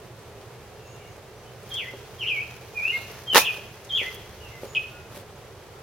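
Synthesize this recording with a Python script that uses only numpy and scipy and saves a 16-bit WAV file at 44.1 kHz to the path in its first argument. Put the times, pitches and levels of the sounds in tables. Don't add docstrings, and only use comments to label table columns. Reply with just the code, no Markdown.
import sys
import numpy as np
from scipy import signal
from scipy.fft import rfft, irfft, next_fast_len
from scipy.io import wavfile

SR = 44100
rng = np.random.default_rng(int(sys.argv[2]) if len(sys.argv) > 2 else 0)


def output_pcm(signal):
    pcm = np.clip(np.atleast_2d(signal).T, -1, 1) * 32767
    wavfile.write(sys.argv[1], SR, np.round(pcm).astype(np.int16))


N = 256734
TIME = np.arange(N) / SR

# (crest time [s], scoop length [s], fall length [s], foot length [s],
# scoop pitch [Hz], scoop level [dB], fall level [dB], foot level [dB])
SLURS = [(1.7615, .063, .090, .045, 3210, -35, -32, -42),
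         (3.9598, .070, .077, .050, 3148, -27.3, -25.3, -37.5)]
# (time [s], length [s], first pitch [Hz], middle pitch [Hz], last pitch [Hz],
# opening flick [Hz], level [dB], attack [s], release [s])
SYLLABLES = [ (2.188, .059, 3266, 2858, 1971, 29, -29.7, .037, .027),
             (2.2417, .033, 2601, 2778, 3295, 0, -29.3, .023, .001),
             (2.2721, .086, 2822, 2425, 2298, 579, -27.4, .002, .052),
             (2.3434, .079, 2389, 2247, 2700, 67, -33.3, .027, .006),
             (2.7425, .060, 2490, 2424, 2280, 0, -30.6, .036, .010),
             (2.8028, .103, 2342, 2598, 2912, 9, -27.4, .026, .008),
             (3.2658, .113, 3208, 2973, 2279, -40, -27, .033, .001),
             (3.380, .066, 2300, 2570, 2720, 0, -30.5, .003, .035),
             (3.4465, .053, 3269, 2556, 2573, 469, -26.7, .004, .011),
             (4.7486, .007, 3340, 2804, 1900, 190, -20.6, .001, .006),
             (4.7532, .015, 2620, 2521, 2620, 420, -21.5, .006, .001)]
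PIP = (2.919, .060, 2120, 2143, 2128, -70, -23.8, .036, .016)
# (delay [s], left gain [dB], right gain [dB])
ECHOES = [(.0062, -8.5, 0), (0.0125, -1, -10.5), (.016, -1, 1), (.020, 3, -13), (.031, -10, -4),
          (.044, -15, -4), (.083, -13, -12)]
# (frequency [Hz], gain [dB])
LEAF_SPECTRUM = [(2000, -1), (2800, 0), (3450, 2.5), (3900, -4)]
# (time [s], body level [dB], crack level [dB])
CONTACTS = [(3.3466, -11, -13.5), (3.352, -11.5, -19), (3.3572, -5.5, -18), (3.3575, -13.5, -25),
            (3.362, -11.5, -12), (3.367, -4, -11.5), (3.3716, -8, -10), (3.3766, -8.5, -11.5),
            (3.380, -9.5, -10), (3.387, -20, -14.5)]
# (time [s], level [dB])
KNOCKS = [(1.937, -36), (3.583, -40), (4.015, -35), (4.633, -30.5), (4.644, -40), (5.170, -39)]
# (frequency [Hz], level [dB], 60 dB decay time [s])
CLACK_MODES = [(480, 0.5, 0.04), (546, 3, .1), (726, -1.5, 0.16), (896, 4.5, 0.14), (930, -10, .1),
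               (1134, -9, 0.091), (1300, 6, 0.078), (1580, -8, 0.064), (1735, 1, .14), (1924, -16, .14),
               (2070, -3, 0.12), (2247, 1, 0.12)]
KNOCK_MODES = [(200, -32.5, .07), (404, -10, 0.18), (510, 6, 0.024), (580, -6, 0.056), (833, -10, 0.049),
               (1180, -26, 0.024)]
# (peak time [s], length [s], level [dB])
SWISHES = [(1.76, .2, -51.5), (2.33, 0.35, -51), (2.87, 0.24, -48), (3.12, 0.31, -46.5),
           (3.54, 0.14, -42.5), (4.07, 0.25, -44.5), (4.80, .2, -59)]
RUMBLE_SWELLS = [(4.42, .95, -54.5)]
# (peak time [s], length [s], level [dB])
BRIEF_SWELLS = [(2.978, 0.14, -46), (3.337, .013, -31), (4.639, 0.072, -46), (5.167, 0.089, -44.5)]
# (time [s], level [dB], centre frequency [Hz])
TICKS = [(1.630, -46, 9050), (1.692, -39, 11500), (1.740, -30.5, 5300), (3.116, -40, 12000),
         (3.550, -43, 9500), (3.847, -38, 6500), (3.985, -39, 12500), (4.144, -33, 13000),
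         (4.748, -40, 5000)]
# (time [s], length [s], first pitch [Hz], last pitch [Hz], level [dB])
FAINT_GLIDES = [(.84, .13, 6700, 6600, -61), (0.779, .31, 2700, 2826, -61), (0.979, .10, 2350, 2150, -56.5),
                (1.06, 0.074, 6300, 6700, -62), (1.35, 0.04, 5400, 6400, -58),
                (1.44, 0.069, 2950, 3080, -59), (2.20, .055, 5880, 5430, -53),
                (3.915, .09, 6400, 7100, -57), (4.39, .11, 2974, 2580, -49.5),
                (4.49, 0.111, 2160, 1980, -52), (4.654, 0.091, 6650, 6950, -56),
                (4.89, .18, 1443, 1400, -55.5), (5.698, 0.11, 1335, 1360, -56.5)]
RASP = (2.915, .10, 4120, 3760, -49.5)
# (frequency [Hz], spectral density level [dB])
BODY_SPECTRUM = [(70, -34), (130, -8), (250, -17), (460, 1), (800, 0.3), (1300, 0), (1750, 0), (2500, -9),
                 (3500, -5.5), (5600, -14.5), (7000, -12), (9000, -49)]
CRACK_SPECTRUM = [(1500, -19), (3000, -3), (6300, -1.5), (7600, -10.5), (10000, -4), (15500, -8.5)]
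RUSTLE_SPECTRUM = [(500, 4), (1500, 7.5), (4000, 2.5), (6300, 3), (7800, -9.5), (11000, -2.5), (15500, -5)]
BRIEF_SWELL_SPECTRUM = [(200, 6), (600, 10.5), (1500, 1.5), (4000, -0.5), (8000, -7.5), (12000, -2.5),
                        (15500, -7)]
AIR_SPECTRUM = [(22, -40), (38, -15.5), (70, -9), (112, -3.5), (131, -3), (145, -10.5), (228, -15),
                (259, -23), (417, -8.5), (984, -18), (1170, -19.5), (1470, -22), (3060, -26.5),
                (4040, -29.5), (15800, -40)]
RUMBLE_SPECTRUM = [(55, -7), (78, 0), (100, -8), (200, -39), (1000, -90)]
# (frequency [Hz], correlation [-1 to 1])
NEAR_CORRELATION = [(200, .9), (1400, 0.78), (3100, 0.57), (6800, -0.1), (13000, -0.019)]
FAR_CORRELATION = [(60, 0.99), (150, 0.93), (380, 0.9), (950, 0.88), (2380, 0.56), (5980, 0.04),
                   (15000, -0.17)]
# (frequency [Hz], left minus right [dB])
AIR_BALANCE = [(60, -1.5), (180, -2.5), (550, -1.5), (1650, -1.5), (4970, 0.5), (15000, 0)]


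def near_bird():
    notes = [note for row in SLURS for note in slur(*row)] + [syllable(*row) for row in SYLLABLES]
    song = from_db(-3) * whistle(notes, waver=.0041, edge_s=.0022, overtone_db=-37)
    pip = whistle([syllable(*PIP)], waver=.002, edge_s=.004, overtone_db=-40)
    direct = (song + pip) * pan(-.3)
    spread = song + from_db(-14) * pip
    echoes = sum(delayed(spread, s) * from_db([[left], [right]]) for s, left, right in ECHOES)
    early = from_db(-7) * scatter(spread, t60=.15, build_s=.004, correlation=.24)
    leaf_gain = from_db(at_hz(LEAF_SPECTRUM, np.fft.rfftfreq(N, 1 / SR)))
    leafy = irfft(rfft(spread) * leaf_gain, N)
    late = from_db(-5) * scatter(leafy, t60=.72, build_s=.02, correlation=.49)
    return direct + echoes + early + late


def whistle(notes, waver, edge_s, overtone_db):
    out = np.zeros(N)
    tremble = 1 + waver * drift(120)
    for note in notes:
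        s, hz, level_db = np.transpose(note)
        on = (TIME >= s[0]) & (TIME <= s[-1])
        t = TIME[on]
        phase = 2 * np.pi * np.cumsum(np.interp(t, s, hz) * tremble[on]) / SR
        edges = np.sin(np.pi / 2 * np.clip(np.minimum(t - s[0], s[-1] - t) / edge_s, 0, 1)) ** 2
        tone = np.sin(phase) + from_db(overtone_db) * np.sin(2 * phase)
        out[on] += np.sqrt(2) * from_db(np.interp(t, s, level_db)) * edges * tone
    return out


def syllable(start, length, first_hz, middle_hz, last_hz, flick_hz, level_db, attack_s, release_s):
    swell_db, flick_share = 20, .11
    u = np.linspace(0, 1, 60)
    bow_hz = middle_hz - (first_hz + last_hz) / 2
    arc_hz = first_hz + (last_hz - first_hz) * u + bow_hz * (1 - (2 * u - 1) ** 2)
    hz = arc_hz + flick_hz * np.exp(-u / flick_share)
    rising = np.maximum(1 - u * length / (attack_s + 1e-9), 0)
    fading = np.maximum(1 - (1 - u) * length / (release_s + 1e-9), 0)
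    return np.transpose([start + u * length, hz, level_db - swell_db * (rising ** 2 + fading ** 2)])


def slur(crest, scoop_s, fall_s, foot_s, scoop_hz, scoop_db, fall_db, foot_db):
    flick_hz, crest_hz, mid_hz, bottom_hz, foot_hz = 786, 3515, 2385, 1740, 2055
    lift_hz = foot_hz - bottom_hz
    scoop = syllable(crest - scoop_s, scoop_s, scoop_hz, scoop_hz, crest_hz, flick_hz, scoop_db, .028, 0)
    fall = syllable(crest, fall_s, crest_hz, mid_hz, bottom_hz, 0, fall_db, 0, .087)
    foot = syllable(crest + fall_s, foot_s, foot_hz, foot_hz, foot_hz, -lift_hz, foot_db, .004, .003)
    return [scoop, fall, foot]


def clack():
    s, body_db, crack_db = np.transpose(CONTACTS)
    blows = strikes(s, body_db)
    body = dying(blows, t60=.022) * noise(BODY_SPECTRUM, NEAR_CORRELATION)
    crack = dying(strikes(s, crack_db), t60=.021) * noise(CRACK_SPECTRUM, NEAR_CORRELATION)
    hit = body + crack + from_db(-21.5) * ring(blows, CLACK_MODES)
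    bass_cut = signal.butter(2, 250, "high", fs=SR, output="sos")
    hit = signal.sosfilt(bass_cut, hit)
    wall = from_db(-2.5) * scatter(crack[0], t60=.16, build_s=.0087, correlation=-.091)
    deck = from_db(-13.5) * scatter(body[0], t60=.23, build_s=.0063, correlation=.76)
    yard = from_db(-24.5) * scatter(hit[0], t60=.62, build_s=.019, correlation=.69)
    return (hit + wall + deck + yard) * pan(-1.8)


def knocks():
    wood = ring(strikes(*np.transpose(KNOCKS)), KNOCK_MODES)
    wood = signal.sosfilt(signal.butter(2, [130, 1300], "band", fs=SR, output="sos"), wood)
    return wood + from_db(-4) * scatter(wood, t60=.13, build_s=.0063, correlation=.86)


def clothes(start_s=1.52, end_s=5.27, attack_s=.15, release_s=.45, crackles_per_s=260):
    moving = np.clip(np.minimum((TIME - start_s) / attack_s, (end_s - TIME) / release_s), 0, 1)
    motion = np.hypot(from_db(-59 + 7 * moving), swells(SWISHES))
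    creases = rng.random(N) < crackles_per_s / SR
    crackles = creases * from_db(4.1 * np.minimum(rng.exponential(1, N), 4))
    grain = .85 + .3 * rms_one(dying(crackles + 1e-18, t60=.006))
    flutter = from_db(1.15 * drift(33))
    return motion * flutter * grain * noise(RUSTLE_SPECTRUM, NEAR_CORRELATION)


def brief_swells():
    roughness = from_db(2.9 * drift(90))
    return swells(BRIEF_SWELLS) * roughness * noise(BRIEF_SWELL_SPECTRUM, NEAR_CORRELATION)


def ticks(bandwidth_hz=3500, t60=.06):
    out = np.zeros((2, N))
    r = np.exp(-np.pi * bandwidth_hz / SR)
    hiss = noise([(1000, 0), (15000, 0)], NEAR_CORRELATION)
    for s, level_db, hz in TICKS:
        burst = dying(strikes([s], [level_db]), t60) * hiss
        out += signal.lfilter([1 - r, 0, r - 1], [1, -2 * r * np.cos(2 * np.pi * hz / SR), r * r], burst)
    return out


def faint_bird_tones():
    tones = whistle([glide(*row) for row in FAINT_GLIDES], waver=.0173, edge_s=.01, overtone_db=-45)
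    tones += whistle([glide(*RASP)], waver=.07, edge_s=.014, overtone_db=-40)
    return from_db(-2.5) * tones + scatter(tones, t60=.37, build_s=.0059, correlation=.33)


def glide(start, length, first_hz, last_hz, level_db):
    middle_hz = (first_hz + last_hz) / 2
    return syllable(start, length, first_hz, middle_hz, last_hz, 0, level_db, .03, .029)


def neighbourhood(hum_hz=117.8, drone_hz=410):
    air = from_db(-45.07 + .5 * drift(10)) * noise(AIR_SPECTRUM, FAR_CORRELATION, AIR_BALANCE)
    turn = 2 * np.pi * TIME
    hum = (.21 + .71 * drift(5.7)) * np.sin(turn * hum_hz) + .45 * drift(2.4) * np.cos(turn * hum_hz)
    drone = drift(68) * np.sin(turn * drone_hz) + drift(62) * np.cos(turn * drone_hz)
    rumble = (from_db(-65.5) + swells(RUMBLE_SWELLS)) * noise(RUMBLE_SPECTRUM, FAR_CORRELATION)
    return air + (from_db(-53) * hum + from_db(-55) * drone + rumble) * pan(-1.3)


def scatter(x, t60, build_s, correlation):
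    t = TIME[:SR]
    mid, side = rng.standard_normal((2, SR)) * fade(t, t60) * (1 - np.exp(-t / build_s))
    tail = rms_one(stereo(mid, side, correlation)) / np.sqrt(SR)
    return signal.fftconvolve(x[None], tail, axes=1)[:, :N]


def ring(clicks, modes):
    out = np.zeros(N)
    for hz, level_db, t60 in modes:
        r, w = fade(1 / SR, t60), 2 * np.pi * hz / SR
        out += from_db(level_db) * signal.lfilter([0, np.sin(w)], [1, -2 * r * np.cos(w), r * r], clicks)
    return out


def strikes(times, levels_db):
    clicks = np.zeros(N)
    clicks[np.round(np.asarray(times) * SR).astype(int)] = from_db(levels_db)
    return clicks + 1e-18


def dying(clicks, t60):
    return np.sqrt(signal.lfilter([1], [1, -fade(1 / SR, t60) ** 2], clicks ** 2))


def fade(t, t60):
    return np.exp(-np.log(1000) * t / t60)


def swells(rows):
    return sum(from_db(level_db) * np.exp(-(2 * (TIME - s) / length) ** 2) for s, length, level_db in rows)


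def noise(spectrum, correlation, balance=((100, 0), (10000, 0))):
    size = next_fast_len(N, real=True)
    hz = np.fft.rfftfreq(size, 1 / SR)
    mid, side = rfft(rng.standard_normal((2, size)))
    pair = stereo(mid, side, at_hz(correlation, hz)) * pan(at_hz(balance, hz))
    low_edge = np.minimum(hz / spectrum[0][0], 1) ** 2
    return rms_one(irfft(pair * low_edge * from_db(at_hz(spectrum, hz)), size)[:, :N])


def drift(rate_hz):
    hz = np.fft.rfftfreq(N, 1 / SR)
    return rms_one(irfft(rfft(rng.standard_normal(N)) / (1 + (hz / rate_hz) ** 2), N))


def stereo(mid, side, correlation):
    return np.sqrt(1 + correlation) * mid + np.sqrt(1 - correlation) * side * [[1], [-1]]


def pan(balance_db):
    return from_db(np.array([[.5], [-.5]]) * balance_db)


def delayed(x, seconds):
    return np.interp(TIME - seconds, TIME, x, left=0, right=0)


def at_hz(points, hz):
    known_hz, values = np.transpose(points)
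    return np.interp(np.log(np.maximum(hz, 1)), np.log(known_hz), values)


def from_db(db):
    return 10 ** (np.asarray(db) / 20)


def rms_one(x):
    return x / np.sqrt(np.mean(x ** 2) + 1e-20)


def scene():
    foreground = near_bird() + clack() + knocks() + clothes() + brief_swells() + ticks()
    return foreground + faint_bird_tones() + neighbourhood()


def record(dry):
    cutoff_hz = 15900
    low_pass = signal.ellip(10, .1, 70, cutoff_hz, fs=SR, output="sos")
    return signal.sosfilt(low_pass, np.clip(dry, -1, 1))


dry = scene()
out = record(dry)
output_pcm(out)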